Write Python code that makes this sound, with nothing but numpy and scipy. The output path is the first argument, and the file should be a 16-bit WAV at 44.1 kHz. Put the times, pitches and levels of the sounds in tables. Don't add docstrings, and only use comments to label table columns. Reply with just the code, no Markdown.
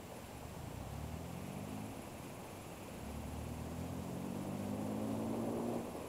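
import sys
import numpy as np
from scipy import signal
from scipy.fft import rfft, irfft, next_fast_len
from scipy.io import wavfile

SR = 44100
rng = np.random.default_rng(int(sys.argv[2]) if len(sys.argv) > 2 else 0)


def master(y):
    cut = np.clip(np.atleast_2d(y).T, -1, 1)
    pcm = np.round(cut * 32767)
    wavfile.write(sys.argv[1], SR, pcm.astype(np.int16))


N = 268471
T = np.arange(N) / SR


def engine(mid_speed_hz=45, throb=0.2):
    # (time [s], cycle rate [Hz])
    first_pull = [(0.35, 24.3), (0.428, 24.9), (0.73, 29.6), (0.892, 34.5), (1.296, 43.4), (1.618, 50.5),
                  (1.842, 53.6), (2.0, 53.7)]
    second_pull = [(2.9, 33.0), (2.95, 33.1), (3.1, 37.0), (3.25, 35.9), (3.42, 39.4), (3.59, 39.5),
                   (3.75, 42.0), (4.59, 50.0), (5.25, 55.9), (5.69, 59.2), (5.85, 57.7)]
    # (opens [s], rise [s], shut [s], fall [s], firing note [dB], overtones [dB], climb [dB/octave],
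    # drone [dB], climb [dB/octave], overtone tilt [dB/octave], smear [Hz], roar [dB])
    pulls = [(.34, 0.086, 2.107, 0.33, -50.5, -51.5, 2.5, -51, 2, -7.5, 94.5, -68.5),
             (2.85, 0.25, 5.875, 0.11, -50, -48, 6, -50.5, 26, 0.5, 72.1, -56)]
    note = 0
    roar_level = gain_of(-60) * np.minimum(T / 2.4, 1) ** 2
    whir_level = gain_of(-62 + 6 * np.maximum(1 - T / 1.9, 0))
    for speed, row in zip((first_pull, second_pull), pulls):
        open_s, rise_s, shut_s, fall_s, firing_db, overtone_db, climb_db = row[:7]
        drone_db, drone_climb_db, tilt_db, smear_hz, roar_db = row[7:]
        cycle_hz = curve(speed)
        octaves = np.log2(cycle_hz / mid_speed_hz)
        throttle = gate(open_s, rise_s, shut_s, fall_s)
        note += throttle * exhaust_note(cycle_hz, firing_db, overtone_db + climb_db * octaves,
                                        drone_db + drone_climb_db * octaves, tilt_db, smear_hz)
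        coast = (T > open_s + rise_s) * gain_of(-3.5 - np.maximum(T - shut_s, 0))
        gas_flow = np.maximum(throttle, coast)
        roar_level = np.hypot(roar_level, gas_flow * gain_of(roar_db + 31.5 * octaves))
        whir_level = np.hypot(whir_level, throttle * gain_of(-60 + 16 * octaves))
    cycles = np.cumsum(curve(np.vstack([first_pull, second_pull]))) / SR
    firings = 1 + throb * np.cos(2 * np.pi * 2 * cycles)
    return note + roar_level * roar(firings) + whir_level * whir(firings) + mutter()


def exhaust_note(cycle_hz, firing_db, overtone_db, drone_db, tilt_db, smear_hz,
                 drone_top_db=-43.5, drone_cut_hz=125):
    # (order [multiple of the cycle rate], relative level [dB])
    overtones = [(3, -2), (5, -1.5), (6, 2), (7, -5), (8, -11), (9, -9), (10, -11), (11, -14), (12, -17)]
    # (frequency [Hz], gain [dB])
    exhaust_colour = [(80, -2.5), (140, 0.5), (168, -12), (190, -8), (220, -2.5), (260, 0), (283, -2.5),
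                      (305, -17), (345, -5.5), (395, -11.5), (412, -1), (435, -20), (480, -6), (700, -3)]
    # (frequency [Hz], gain [dB])
    low_resonances = [(50, -19), (69, -.5), (85, 1), (92.5, -9), (101, -2), (112, -1.5), (119, -3)]
    cycles = np.cumsum(cycle_hz) / SR + .005 * drift(9)
    colour_db = [db + tilt_db * np.log2(k) + db_at(exhaust_colour, k * cycle_hz) for k, db in overtones]
    shares = np.array([gain_of(db + 2.3 * drift(2.8)) for db in colour_db])
    levels = gain_of(overtone_db) * shares / np.linalg.norm(shares, axis=0)
    firing = gain_of(firing_db + db_at(low_resonances, 2 * cycle_hz) - 0.04 * drift(3.5))
    drone = gain_of(np.minimum(drone_db, drone_top_db) - 0.04 * drift(3.5))
    drone /= np.hypot(1, (drone_cut_hz / (4 * cycle_hz)) ** 10)
    orders = [(2, firing), (4, drone)] + [(k, level) for (k, _), level in zip(overtones, levels)]
    tone = sum(level * np.sin(2 * np.pi * k * cycles - (k * cycle_hz / smear_hz) ** 2)
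               for k, level in orders)
    return np.sqrt(2) * tone * (1 + 0.11 * drift(20))


def roar(firings, waver_db=1.5):
    # (frequency [Hz], relative level [dB])
    spectrum = [(60, -27), (150, -8.5), (250, 6.5), (400, 4), (560, 6), (720, -0.5), (900, -5.5),
                (1100, -5), (1300, -21.5), (2000, -32), (4000, -43)]
    return evened(noise(spectrum) * firings) * gain_of(waver_db * drift(16))


def whir(firings, waver_db=1.8):
    # (frequency [Hz], relative level [dB])
    spectrum = [(250, -36), (420, -7), (550, -4.5), (740, -6.5), (880, -9.5), (1100, -23.5), (1400, -25),
                (3000, -53)]
    return evened(noise(spectrum) * firings) * gain_of(waver_db * drift(6))


def mutter(level_db=-58):
    # (frequency [Hz], relative level [dB])
    spectrum = [(25, -36), (45, -21), (70, 2.5), (105, 0.5), (160, -8.5), (240, -5), (400, -23),
                (2000, -82)]
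    return noise(spectrum) * gain_of(level_db)


def katydid(start_s=1.231, rise_s=0.209, stroke_hz=18.43, sag_hz_per_s=.0617, buzz_db=-70.5):
    # (frequency [Hz], relative level [dB])
    rasp = [(7000, -35), (9000, -14), (10200, -6), (10850, 0), (11400, -6), (11900, -14), (12500, -24),
            (15000, -40)]
    # (time [s], level [dB])
    opening_ticks = [(.167, -63), (.264, -64), (.381, -65)]
    age = np.maximum(T - start_s, 0)
    stroke = (stroke_hz * age - sag_hz_per_s * age ** 2 / 2) % 1
    bursts = evened(np.abs(np.sin(np.pi * stroke ** 1.216)) ** 1.7868)
    lull_db = -4.5 * bump(at_s=3.818, width_s=.2)
    buzz = bursts * gain_of(buzz_db + lull_db + 0.1 * drift(5)) * np.minimum(age / rise_s, 1)
    ticks = sum(gain_of(db) * bump(at_s, width_s=0.0082) for at_s, db in opening_ticks)
    return noise(rasp) * (buzz + ticks)


def cricket(hz, pulse_hz, glide_hz, blur_hz, scatter_hz):
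    pulse, stroke = np.divmod(pulse_hz * T + 0.044 * drift(1.7) + 1, 1)
    detune, start_phase, force_db = rng.standard_normal((N // 100, 3))[pulse.astype(int)].T
    flutter = noise([(1, -1), (250, -1), (900, -28), (3000, -63)])
    pitch_hz = hz + scatter_hz * detune + glide_hz * (.6 - stroke) + blur_hz * flutter
    swell = gain_of(force_db) * np.abs(np.sin(np.pi * stroke ** 1.33)) ** 0.83
    return evened(swell * np.sin(2 * np.pi * (np.cumsum(pitch_hz) / SR + start_phase)))


def far_rumble(level_db=-51.5, rise_db=3, rise_s=0.72):
    # (frequency [Hz], relative level [dB])
    spectrum = [(20, -6), (40, -15.5), (60, -9), (85, -2), (120, 1), (220, 0.5), (310, -2.5), (520, -7),
                (750, -5), (1000, -9), (1150, -11), (1350, -19.5), (1900, -26.5), (4000, -40.5)]
    swell_db = -rise_db * np.maximum(1 - T / rise_s, 0)
    return noise(spectrum) * gain_of(level_db + swell_db + 0.17 * drift(1.58))


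def insect_chorus(waver_db=1.94):
    # (frequency [Hz], relative level [dB])
    spectrum = [(1500, -38), (2000, -2.5), (2300, 2.5), (2700, 3), (2950, -3.5), (3400, -22), (5000, -39)]
    # (time [s], level [dB])
    loudness = [(0, -68.5), (1.25, -68), (1.8, -65), (3, -66), (3.7, -68), (6.09, -67)]
    return noise(spectrum) * gain_of(curve(loudness) + waver_db * drift(13))


def air_hiss(level_db=-60, waver_db=0.41):
    # (frequency [Hz], relative level [dB])
    spectrum = [(800, -5.5), (1500, 5.5), (2000, 3), (2600, 1.5), (3100, 3), (3700, 0), (5000, -1.5),
                (8500, -2), (10500, -2.5), (12500, -3.5), (14500, -8), (15700, -6)]
    return noise(spectrum) * gain_of(level_db + waver_db * drift(3))


def gain_of(db):
    return 10 ** (np.asarray(db) / 20)


def evened(x):
    return x / np.sqrt(np.mean(x ** 2) + 1e-20)


def curve(points):
    return np.interp(T, *np.transpose(points))


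def db_at(spectrum, hz):
    points_hz, db = np.transpose(spectrum)
    return np.interp(np.log(hz + 1), np.log(points_hz + 1), db)


def noise(spectrum):
    size = next_fast_len(N)
    colour = gain_of(db_at(spectrum, np.fft.rfftfreq(size, 1 / SR)))
    return evened(irfft(rfft(rng.standard_normal(size)) * colour, size)[:N])


def drift(per_s):
    grid = np.linspace(0, T[-1], 2000)
    speeds, phases = rng.random((2, 30, 1))
    waves = np.sin(2 * np.pi * (2 * per_s * speeds * grid + phases))
    return evened(np.interp(T, grid, waves.sum(0)))


def gate(start_s, rise_s, end_s, fall_s):
    return np.clip(np.minimum((T - start_s) / rise_s, (end_s - T) / fall_s), 0, 1)


def bump(at_s, width_s):
    return np.exp(-.5 * ((T - at_s) / width_s) ** 2)


def scene():
    quick = cricket(hz=7442, pulse_hz=37.913, glide_hz=501.5, blur_hz=128.32, scatter_hz=69.7)
    slow = cricket(hz=6630, pulse_hz=21.72, glide_hz=348, blur_hz=129, scatter_hz=60.2)
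    slow *= gate(start_s=.5, rise_s=2, end_s=7, fall_s=2.8)
    crickets = gain_of(-73) * quick + gain_of(-76.5) * slow
    distant = engine() + far_rumble() + insect_chorus() + air_hiss()
    return (distant + katydid() + crickets)[None]


def record(dry, edge_hz=15680):
    # (frequency [Hz], level [dB])
    whine_tones = [(9889, -89), (11870, -88), (14993, -81), (15279, -92)]
    whine = np.sqrt(2) * sum(gain_of(db) * np.sin(2 * np.pi * hz * T) for hz, db in whine_tones)
    lowpass = signal.firwin(511, edge_hz, window=("kaiser", 9), fs=SR)
    return signal.oaconvolve(dry + whine, lowpass[None], "same")


dry = scene()
out = record(dry)
master(out)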